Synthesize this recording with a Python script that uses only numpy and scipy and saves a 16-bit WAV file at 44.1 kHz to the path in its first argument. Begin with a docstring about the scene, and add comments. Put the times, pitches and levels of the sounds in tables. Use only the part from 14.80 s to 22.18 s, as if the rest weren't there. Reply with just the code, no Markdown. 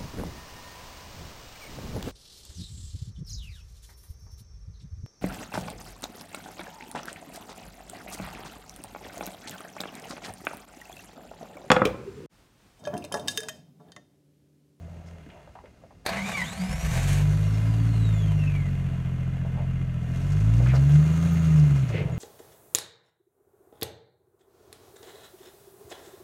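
"""A rocky slope in quiet forest, one small microphone close to a six-cylinder off-roader.
The engine stalls and the drivetrain clunks as it settles. The starter bangs in, cranks, overruns
and whines down while the engine catches, revs, idles and revs again. Firing pulses boom in the
exhaust pipe, valves clatter, tyres grind over stone and, near the end, a brake squeaks.
Rocks and trees send a short, dull echo back to the microphone."""
import sys
import numpy as np
from scipy import signal
from scipy.fft import rfft, irfft, next_fast_len
from scipy.io import wavfile
from scipy.ndimage import uniform_filter1d, map_coordinates

SR = 44100
rng = np.random.default_rng(int(sys.argv[2]) if len(sys.argv) > 2 else 0)


def bounce(signal):
    """Save signal as a 16-bit WAV file at the path given by the first command-line argument."""
    frames = np.transpose(np.atleast_2d(signal))
    limited = np.clip(frames, -1, 1)
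    pcm = np.round(limited * 32767).astype(np.int16)
    wavfile.write(sys.argv[1], SR, pcm)


N = 325458

# each cylinder's departure from the mean exhaust pulse: fraction
CYLINDER_IMBALANCE = [0.059, 0.14, -0.28, 0.035, 0.055, -0.2]
# the starter labouring over one compression: t/s, whine f/Hz, gear level/dB
COMPRESSION = [(1.32, 2300, -46), (1.39, 3000, -36.5), (1.46, 3620, -40.5), (1.51, 3780, -43),
               (1.56, 3380, -30.5), (1.62, 2890, -31)]
RELEASE_S = 2.36  # the key is let go


def amp(db):
    """Decibels to gain."""
    return 10 ** (np.asarray(db) / 20)


def unit(x):
    """Scale to rms 1."""
    return x / np.sqrt(np.mean(x ** 2) + 1e-20)


def clock():
    """The time of each sample."""
    return np.arange(N) / SR


def curves(rows):
    """One value per sample for each column after the time."""
    times, *columns = np.transpose(rows)
    return [np.interp(clock(), times, column) for column in columns]


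def during(rows, fade):
    """1 while a table lasts, fading to 0 outside it."""
    start, end = rows[0][0], rows[-1][0]
    return np.interp(clock(), [start - fade, start, end, end + fade], [0, 1, 1, 0])


def after(s, fade):
    """0, then rising to 1 by time s."""
    return np.interp(clock(), [s - fade, s], [0, 1])


def swell(s, length):
    """A bell-shaped rise and fall of height 1 around time s."""
    return np.exp(-((clock() - s) / length) ** 2)


def wobble(rate):
    """A smooth random curve, rate knots a second."""
    return map_coordinates(rng.standard_normal(int(N * rate / SR) + 4), [clock() * rate])


def filtered(x, response):
    """x through a complex frequency response."""
    size = next_fast_len(N + SR // 2)
    return irfft(rfft(x, size) * response(np.fft.rfftfreq(size, 1 / SR)), size)[:N]


def colour(points):
    """The response through (f/Hz, level/dB) points on a log axis."""
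    f, db = np.transpose(points)
    return lambda hz: amp(np.interp(np.log(hz + 1), np.log(f), db, left=-120, right=-120))


def resonances(modes):
    """The response of (f/Hz, width/Hz, level/dB) modes, alternating in sign as along a pipe."""
    return lambda f: sum((-1) ** k * amp(db) * 1j * f * width / (hz * hz - f * f + 1j * f * width)
                         for k, (hz, width, db) in enumerate(modes))


def noise(response):
    """Coloured noise of rms 1."""
    return unit(filtered(rng.standard_normal(N), response))


def band(x, hz, spread):
    """x through one broad resonance, at rms 1."""
    edges = np.clip([hz / (1 + spread), hz * (1 + spread)], 20, SR / 2 - 100)
    return unit(signal.lfilter(*signal.butter(1, edges, "band", fs=SR), x))


def add(track, s, sound):
    """Mix a sound into a track from time s."""
    part = track[max(round(s * SR), 0):][:len(sound)]
    part += sound[:len(part)]


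def metallic(x, ring_db, t60):
    """x plus its ring in many small steel parts, at rms 1."""
    t = np.arange(SR // 8) / SR
    tail = rng.standard_normal(len(t)) * amp(-60 * t / t60)
    return unit(x + amp(ring_db) * signal.fftconvolve(x, tail / np.linalg.norm(tail))[:N])


def taps(turns, per_turn, scatter_db, decay):
    """An envelope of mean 0 from sharp, regular taps of unequal force."""
    hits = np.diff(np.floor(turns * per_turn), prepend=0) * amp(scatter_db * rng.standard_normal(N))
    envelope = signal.lfilter([1], [1, -np.exp(-1 / (decay * SR))], hits)
    return envelope - uniform_filter1d(envelope, SR // 5)


def exhaust(firing_hz, firings, order_dbs, load_db):
    """Even firing gives the drone; unequal cylinders add a lope that rings in the pipe."""
    # exhaust pipe modes: f/Hz, width/Hz, level/dB
    pipe_modes = [(60.29, 4.9, 0), (114.8, 71.3, -3.5), (151.6, 19, 7), (185, 13, -5.5), (277.5, 14, -12),
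                  (313.5, 51.5, -21), (434.8, 88, -26), (572, 66, -24)]
    # harmonics above the drone: firing order, level/dB
    upper_orders = [(4, -1.5), (5, 6), (6, -8), (7, -12.5)]
    # uneven firing as the engine bogs down: t/s, length/s, extra pulse scatter
    stumbles = [(2.052, 0.046, 0), (7.2, 0.23, 0.37)]
    pipe = lambda f: resonances(pipe_modes)(f) / (1 + (f / 400) ** 2)  # the muffler swallows treble
    grid_hz = np.arange(1000.)
    passed = lambda k: np.interp(k * firing_hz, grid_hz, pipe(grid_hz))
    phase = 2 * np.pi * firings
    drone = sum(amp(db) * np.sqrt(2) * np.cos(k * phase + np.angle(passed(k)))
                for k, db in enumerate(order_dbs, 1))
    upper = sum(amp(db + 9.5 + wobble(18)) * np.real(passed(k) * np.exp(1j * k * phase))
                for k, db in upper_orders)
    scatter = 0.045 + sum(size * swell(s, length) for s, length, size in stumbles)
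    fired = np.flatnonzero(np.diff(np.floor(firings)))
    pulses = np.zeros(N)
    pulses[fired] = np.resize(CYLINDER_IMBALANCE, len(fired))
    pulses[fired] += scatter[fired] * rng.standard_normal(len(fired))
    lope = unit(filtered(pulses, pipe))
    gas = noise(resonances([(268.7, 13.8, 0), (198.5, 20, 0)]))  # the gas stream sounds the pipe too
    return drone * amp(0.63 * wobble(16)) + amp(load_db) * (upper + lope + amp(-10.5) * gas)


def engine_bay(firing_hz, firings, clatter_db, hiss_db):
    """Valves tap with the crank and ring the block; fan and intake hiss, and whistle at high revs."""
    # spectra of valve clatter and of fan and intake air: f/Hz, level/dB
    clatter_spectrum = [(200, -9), (330, 1.5), (470, 6.5), (640, 4.5), (850, -0.5), (1450, 1), (2800, -2.5),
                        (3500, -8.5), (5000, -50), (8000, -46)]
    hiss_spectrum = [(2500, -27), (3500, 0.5), (4500, 1), (4950, -7.5), (5700, -1), (6600, 1), (7600, -4),
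                     (9400, -5.5), (10300, -10), (11500, -8.5), (15800, -18)]
    # resonances of the block and of the intake: f/Hz, width/Hz, level/dB
    block_modes = [(640, 110, 9), (976, 34, -4.5), (1226, 50, -5), (1400, 130, -7), (2380, 100, -10)]
    intake_modes = [(1237, 34, 2), (1408, 35, -3.5), (6280, 99, -12), (6760, 120, -9.5)]
    phase = 2 * np.pi * firings
    beat = 1 + 0.11 * np.cos(phase) + 0.049 * np.cos(phase / len(CYLINDER_IMBALANCE))
    valves = taps(firings, per_turn=2, scatter_db=4.0, decay=0.0056)
    steel = metallic(noise(colour(clatter_spectrum)), ring_db=-4.5, t60=0.052)
    block = amp(-6.5) * noise(resonances(block_modes))
    clatter = amp(clatter_db - 2.5) * (steel + block) * (1 + 0.5 * valves)
    hiss = amp(hiss_db) * noise(colour(hiss_spectrum)) * (1 + 0.4 * valves)
    whistle = amp(-51.5) * (firing_hz / 80) ** 4 * noise(resonances(intake_modes))
    return beat * (clatter + hiss + whistle)


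def engine():
    """Speed, effort and throttle drive exhaust and engine bay, first stalling, then running again."""
    # the engine stalling, then under its own power: t/s, firing f/Hz, effort level/dB
    stall = [(0, 41.9, -45.5), (.32, 42, -48.5), (.46, 36.83, -59), (.8, 31.35, -77)]
    run = [(2.12, 39.67, -35.5), (2.24, 47.25, -32.5), (2.88, 54.9, -33), (3.09, 56.2, -32),
           (3.36, 53.1, -32.5), (3.95, 45.54, -35), (4.21, 43.4, -37), (5.0, 43.93, -35.5),
           (5.23, 40.44, -38), (5.37, 44.04, -35.5), (5.77, 57.84, -29.5), (6.12, 73.6, -29),
           (6.32, 80.45, -28.5), (6.47, 84.04, -28.5), (6.63, 80.76, -28), (6.85, 73.4, -29.5),
           (7.01, 66.17, -32), (7.14, 53.4, -38.5), (7.25, 43.2, -38.5), (7.38, 39.96, -43)]
    # the drone ahead of the tailpipe: firing order, cruising level/dB, dB per dB of effort
    drone_orders = [(1, -26.5, 3), (2, -21, 1), (3, -27.5, 0.63)]
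    # the tailpipe booms as an order passes 150 Hz: f/Hz, gain/dB
    tailpipe = [(30, 17), (86, -7.5), (108, 1.5), (130, 2.5), (142, 2.5), (151, 7), (162, -1.5), (170, -3),
                (196, -9), (225, -25.5), (300, -15)]
    # the engine bay running down: t/s, clatter level/dB, hiss level/dB
    bay_dying = [(0, -59.5, -71.5), (.55, -55.5, -72.5), (.72, -62, -76), (1.2, -67, -83)]
    # the throttle, heard as intake hiss: t/s, level/dB
    throttle = [(2.44, -51), (2.9, -55.5), (3.6, -58), (4.1, -64), (4.55, -66.5), (5.15, -67), (5.4, -58.5),
                (5.75, -57), (6.45, -52), (7.08, -57.5), (7.26, -63.5)]
    cruise_db, idle_hz, half_throttle_db = -30, 43, -59
    firing_hz, level_db = curves(list(stall) + list(run))
    firings = np.cumsum(firing_hz) / SR
    effort_db = level_db - cruise_db
    caught = after(2.12, fade=0.15)
    blend = lambda stalling, running: stalling + caught * (running - stalling)

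    _, stall_db = curves(stall)
    order_dbs = []
    for stall_offset_db, (order, db, growth) in zip([-14, 3, -16], drone_orders):
        boom_db = 20 * np.log10(colour(tailpipe)(order * firing_hz))
        order_dbs.append(blend(stall_db + stall_offset_db, db + growth * effort_db + boom_db))
    load_db = blend(stall_db - 5.5, -34 + 0.59 * effort_db)

    dying_clatter_db, dying_hiss_db = curves(bay_dying)
    throttle_db, = curves(throttle)
    clatter_db = -45 + 2.4 * np.log2(firing_hz / idle_hz) + 0.33 * (throttle_db - half_throttle_db)
    bay = engine_bay(firing_hz, firings, blend(dying_clatter_db, clatter_db),
                     blend(dying_hiss_db, throttle_db))
    return exhaust(firing_hz, firings, order_dbs, load_db) + bay


def forest():
    """A faint, low, steady hush around the microphone."""
    # forest ambience: f/Hz, level/dB
    spectrum = [(35, 8), (80, 13), (200, 3), (420, -5), (700, -10), (1500, -30.5), (5000, -23.5),
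                (15800, -40)]
    return amp(-54.5) * noise(colour(spectrum))


def tyre_scrapes():
    """A slipping tyre crushes grit in a brief swell of grains."""
    # tyres grinding on stone: t/s, length/s, level/dB, centre f/Hz
    slips = [(.15, 0.93, -57.5, 587), (0.28, 0.024, -63, 5500), (.568, 0.093, -53.5, 685),
             (4.791, 0.055, -42, 660), (5.901, 0.049, -42, 2160), (5.95, .03, -39.5, 1310),
             (5.957, 0.016, -44.5, 5000), (7.035, 0.016, -48, 2600), (7.095, 0.017, -52, 5170),
             (7.173, 0.071, -40, 2240)]
    out, t = np.zeros(N), np.arange(-SR // 5, SR // 5) / SR
    for s, length, db, hz in slips:
        grains = rng.standard_normal(len(t)) * (rng.random(len(t)) < 0.2)
        crunch = band(band(grains, hz, spread=0.3), hz, spread=0.28)
        add(out, s + t[0], amp(db) * np.exp(-2 * (t / length) ** 2) * crunch)
    return out


def slope_echo(x):
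    """Nearby rocks and trees scatter a short, dull answer."""
    t = np.arange(SR // 2) / SR
    tail = band(rng.standard_normal(len(t)), 860, spread=5.5) * amp(-60 * t / 0.12) * (t > 0.012)
    return signal.fftconvolve(x, tail / np.linalg.norm(tail))[:N]


def clunks():
    """Slack parts take up load: short, dense, damped rings."""
    # knocks of drivetrain and suspension: t/s, level/dB, centre f/Hz, t60/s
    knocks = [(0.464, -42.5, 200, 0.08), (0.5, -44.5, 2170, 0.044), (0.674, -42, 610, 0.054),
              (.753, -41, 850, 0.067), (.788, -41, 890, 0.03), (0.838, -45, 480, 0.13),
              (0.856, -50, 1610, 0.067), (1.015, -54, 640, 0.059), (1.037, -45, 530, .055),
              (1.107, -47.5, 784, 0.064), (4.647, -35.5, 593.2, 0.057), (5.802, -35.5, 568, 0.19),
              (5.861, -33, 1369, 0.075), (5.936, -32.5, 581, 0.2), (7.101, -31.5, 446.8, 0.13),
              (7.14, -31, 405, 0.15), (7.181, -35, 439.8, 0.72), (7.295, -42, 602, 0.075)]
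    out, t = np.zeros(N), np.arange(SR // 4) / SR
    for s, db, hz, t60 in knocks:
        strike = rng.standard_normal(len(t))
        strike[0] = 8  # the contact itself
        ring = band(band(strike, hz, spread=0.36), hz, spread=0.48)
        add(out, s, amp(db - 60 * t / t60) * ring * (1 - np.exp(-t / 0.00063)))
    return signal.lfilter(*signal.butter(2, 5000, fs=SR), out)  # heavy parts make little treble


def starter_gears():
    """The pinion bangs in, grinds on the flywheel and rattles as the engine overruns it."""
    # the pinion strikes the flywheel: t/s, level/dB, t60/s
    strikes = [(1.253, -44, .1), (1.263, -19, 0.055), (1.291, -27, 0.067)]
    # the gears take a strain: t/s, length/s, extra grind/dB, extra rattle/dB
    strains = [(1.555, 0.092, 5.5, 4.5), (1.866, 0.062, 3.5, 0), (2.162, 0.12, 6, 7),
               (2.331, 0.076, 2.5, 7)]
    # spectra of the teeth striking, grinding and rattling: f/Hz, level/dB
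    bang_spectrum = [(250, -28), (585, -1), (1000, -3.5), (2200, -1.5), (3000, -14.5), (4500, -1.5),
                     (5400, -20), (6400, -12), (15800, -28)]
    grind_spectrum = [(200, -11.5), (420, 6), (620, 9), (850, 3), (1400, 3.5), (1950, 5.5), (2900, -3.5),
                      (4500, -7), (7000, -20)]
    rattle_spectrum = [(1500, 2), (2200, 2), (4200, -5), (5000, -9.5), (6700, -1), (9000, -6), (10600, -12),
                       (12000, -10.5), (15800, -24.5)]
    mesh_s, disengage_s = 1.308, 2.457
    bite_db = 13.5 * np.exp(-np.maximum(clock() - mesh_s, 0) / 0.13)
    grind_db = -45 + bite_db + sum(db * swell(s, length) for s, length, db, _ in strains)
    rattle_db = -47 + sum(db * swell(s, length) for s, length, _, db in strains)
    teeth = 1 + 0.19 * taps(clock() + 0.0043 * wobble(60), per_turn=310, scatter_db=6.5, decay=0.0068)
    grind = amp(grind_db) * metallic(noise(colour(grind_spectrum)), ring_db=-4, t60=0.11)
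    rattle = amp(rattle_db) * noise(colour(rattle_spectrum))
    blows, t = np.zeros(N), np.arange(SR // 3) / SR
    for s, db, t60 in strikes:
        add(blows, s, amp(db - 60 * t / t60))
    bang = metallic(noise(colour(bang_spectrum)), ring_db=4.5, t60=0.019)
    meshed = after(mesh_s, fade=0.061) * (1 - after(disengage_s, fade=0.053))
    return meshed * teeth * (grind + rattle) + blows * bang


def starter_pitch():
    """Whine in Hz: held down by the engine, rising towards free speed, then slowed by friction."""
    free_hz, spin_up_s, coast_hz_per_s = 6937, 0.32, 3020
    loaded_hz, _ = curves(COMPRESSION)
    freed_s = COMPRESSION[-1][0]
    racing = 1 - np.exp(-(np.clip(clock(), freed_s, RELEASE_S) - freed_s) / spin_up_s)
    lost_hz = coast_hz_per_s * np.maximum(clock() - RELEASE_S, 0)
    return np.maximum(loaded_hz + (free_hz - loaded_hz) * racing - lost_hz, 0)


def starter_whine():
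    """The motor labours against compression, races once freed, then coasts down."""
    # how the casing radiates the whine: f/Hz, gain/dB
    housing = [(500, -18), (1500, -9), (1950, 1.5), (2250, 4), (2750, 7), (2950, 2.5), (3600, 8),
               (4200, -2), (5400, -1), (7000, -9.5)]
    # the coasting starter chirps, then sings out: t/s, length/s, extra level/dB
    chirps = [(3.594, 0.013, 12), (3.634, .014, 7), (3.678, 0.012, 10.5), (3.8, .08, 9.5)]
    driven_db, coasting_db, flutter_hz = -45.5, -58.5, 20
    hz = starter_pitch()
    _, gear_db = curves(COMPRESSION)
    gear_gain = during(COMPRESSION, fade=0.037) * amp(gear_db)
    whine_db = driven_db + (coasting_db - driven_db) * after(RELEASE_S + 0.1, fade=0.1)
    whine_db += sum(db * swell(s, length) for s, length, db in chirps)
    whine_db -= 8 * during(COMPRESSION, fade=0.028)
    whine_gain = after(COMPRESSION[0][0], fade=0.032) * amp(whine_db) * colour(housing)(hz)

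    # the harder it sings, the more the pinion chatters
    chatter = amp(44) * np.maximum(whine_gain, amp(-12) * gear_gain)
    phase = 2 * np.pi * np.cumsum(hz + 70 * chatter * wobble(700) + flutter_hz * wobble(250)) / SR
    overtone = filtered(np.sin(2 * phase), colour([(5000, -21), (6400, 2), (15800, -4)]))
    flicker = lambda: amp(5 * np.tanh(1.5 * wobble(32)) + 2 * wobble(110) - 1)
    whine = flicker() * np.sin(phase) + amp(-9) * flicker() * overtone
    mesh_phase = phase / 3
    gear = sum(amp(db) * np.sin(k * mesh_phase) for k, db in [(1, -12), (2, 0), (4, -18.5), (5, -22.5)])
    return whine_gain * whine + gear_gain * amp(3.1 * wobble(120)) * gear


def cranking_puffs():
    """Unfired cylinders pump air through the pipe, which booms."""
    # puffs of air in the pipe: t/s, length/s, level/dB
    puffs = [(1.324, 0.014, -33), (1.409, 0.053, -32.5), (1.5, 0.029, -37), (1.614, 0.033, -38),
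             (1.832, 0.043, -26.5), (1.924, 0.018, -34)]
    airflow = sum(amp(db) * swell(s, length) for s, length, db in puffs)
    boom_hz = 188 * (1 + 0.029 * wobble(49.7))
    boom = np.sqrt(2) * np.sin(2 * np.pi * np.cumsum(boom_hz) / SR)
    rumble = noise(colour([(40, -19), (70, -5.5), (110, -11.5), (200, -4.5), (300, -27), (400, -47)]))
    return during(puffs, fade=0.074) * (airflow * boom + amp(-39.5) * rumble)


def coughs():
    """The first firings thump singly out of the tailpipe."""
    # cylinders catching: t/s, level/dB
    first_firings = [(1.886, -17), (1.907, -23), (1.934, -14.5), (1.951, -49), (1.977, -17.5), (2.027, -14),
                     (2.045, -16), (2.072, -13)]
    out, t = np.zeros(N), np.arange(SR // 8) / SR
    thump = np.sin(2 * np.pi * 58 * t) * amp(-60 * t / 0.095)
    ring = 0.48 * np.sin(2 * np.pi * 155 * t) * amp(-60 * t / 0.14)
    for s, db in first_firings:
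        add(out, s, amp(db) * (thump + ring) * (1 - np.exp(-t / 0.0058)))
    return out


def ring_and_squeaks():
    """A faint, steady 1 kHz ring as the engine picks up, then two brief, high, falling squeaks."""
    # the ring and the two squeaks: t/s, length/s, level/dB, start f/Hz, end f/Hz
    tones = [(2.302, 0.98, -55.5, 999, 986), (6.507, .048, -53, 12310, 11660),
             (7.303, 0.083, -60, 7100, 6307)]
    out = np.zeros(N)
    for s, length, db, start_hz, end_hz in tones:
        hz = np.linspace(start_hz, end_hz, int(length * SR))
        add(out, s, amp(db) * np.hanning(len(hz)) * np.sin(2 * np.pi * np.cumsum(hz) / SR))
    return out * amp(4.34 * wobble(200))


def gravel():
    """Single grains crack under the tread while the vehicle rolls."""
    # grit under the tyres: t/s, level/dB
    grit = [(5.25, -59.5), (5.9, -60.5), (6.4, -62), (7.05, -57), (7.2, -89)]
    cracks_per_s, decay_s = 90, 0.007
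    grit_db, = curves(grit)
    cracks = (rng.random(N) < cracks_per_s / SR) * amp(2.5 * rng.standard_normal(N))
    bursts = signal.lfilter([1], [1, -np.exp(-1 / (decay_s * SR))], cracks) * rng.standard_normal(N)
    crackle = unit(filtered(bursts, colour([(2500, -17), (6300, 1), (9000, -10), (15800, -35)])))
    return during(grit, fade=0.056) * amp(grit_db) * crackle


def scene():
    """At the microphone, in mono: the vehicle, the echo of its sharper sounds and the forest."""
    metal = starter_whine() + starter_gears() + clunks() + ring_and_squeaks()
    sharp = metal + tyre_scrapes() + gravel()
    vehicle = engine() + coughs() + cranking_puffs() + sharp
    return (vehicle + amp(-12) * slope_echo(sharp) + forest())[None]


def record(dry):
    """The small microphone sheds the deepest bass and keeps nothing above its band limit."""
    low_hz, top_hz = 33, 15800
    low_cut = signal.sosfilt(signal.butter(4, low_hz, "high", fs=SR, output="sos"), dry[0])
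    return filtered(low_cut, lambda hz: hz < top_hz)[None]


dry = scene()
out = record(dry)
bounce(out)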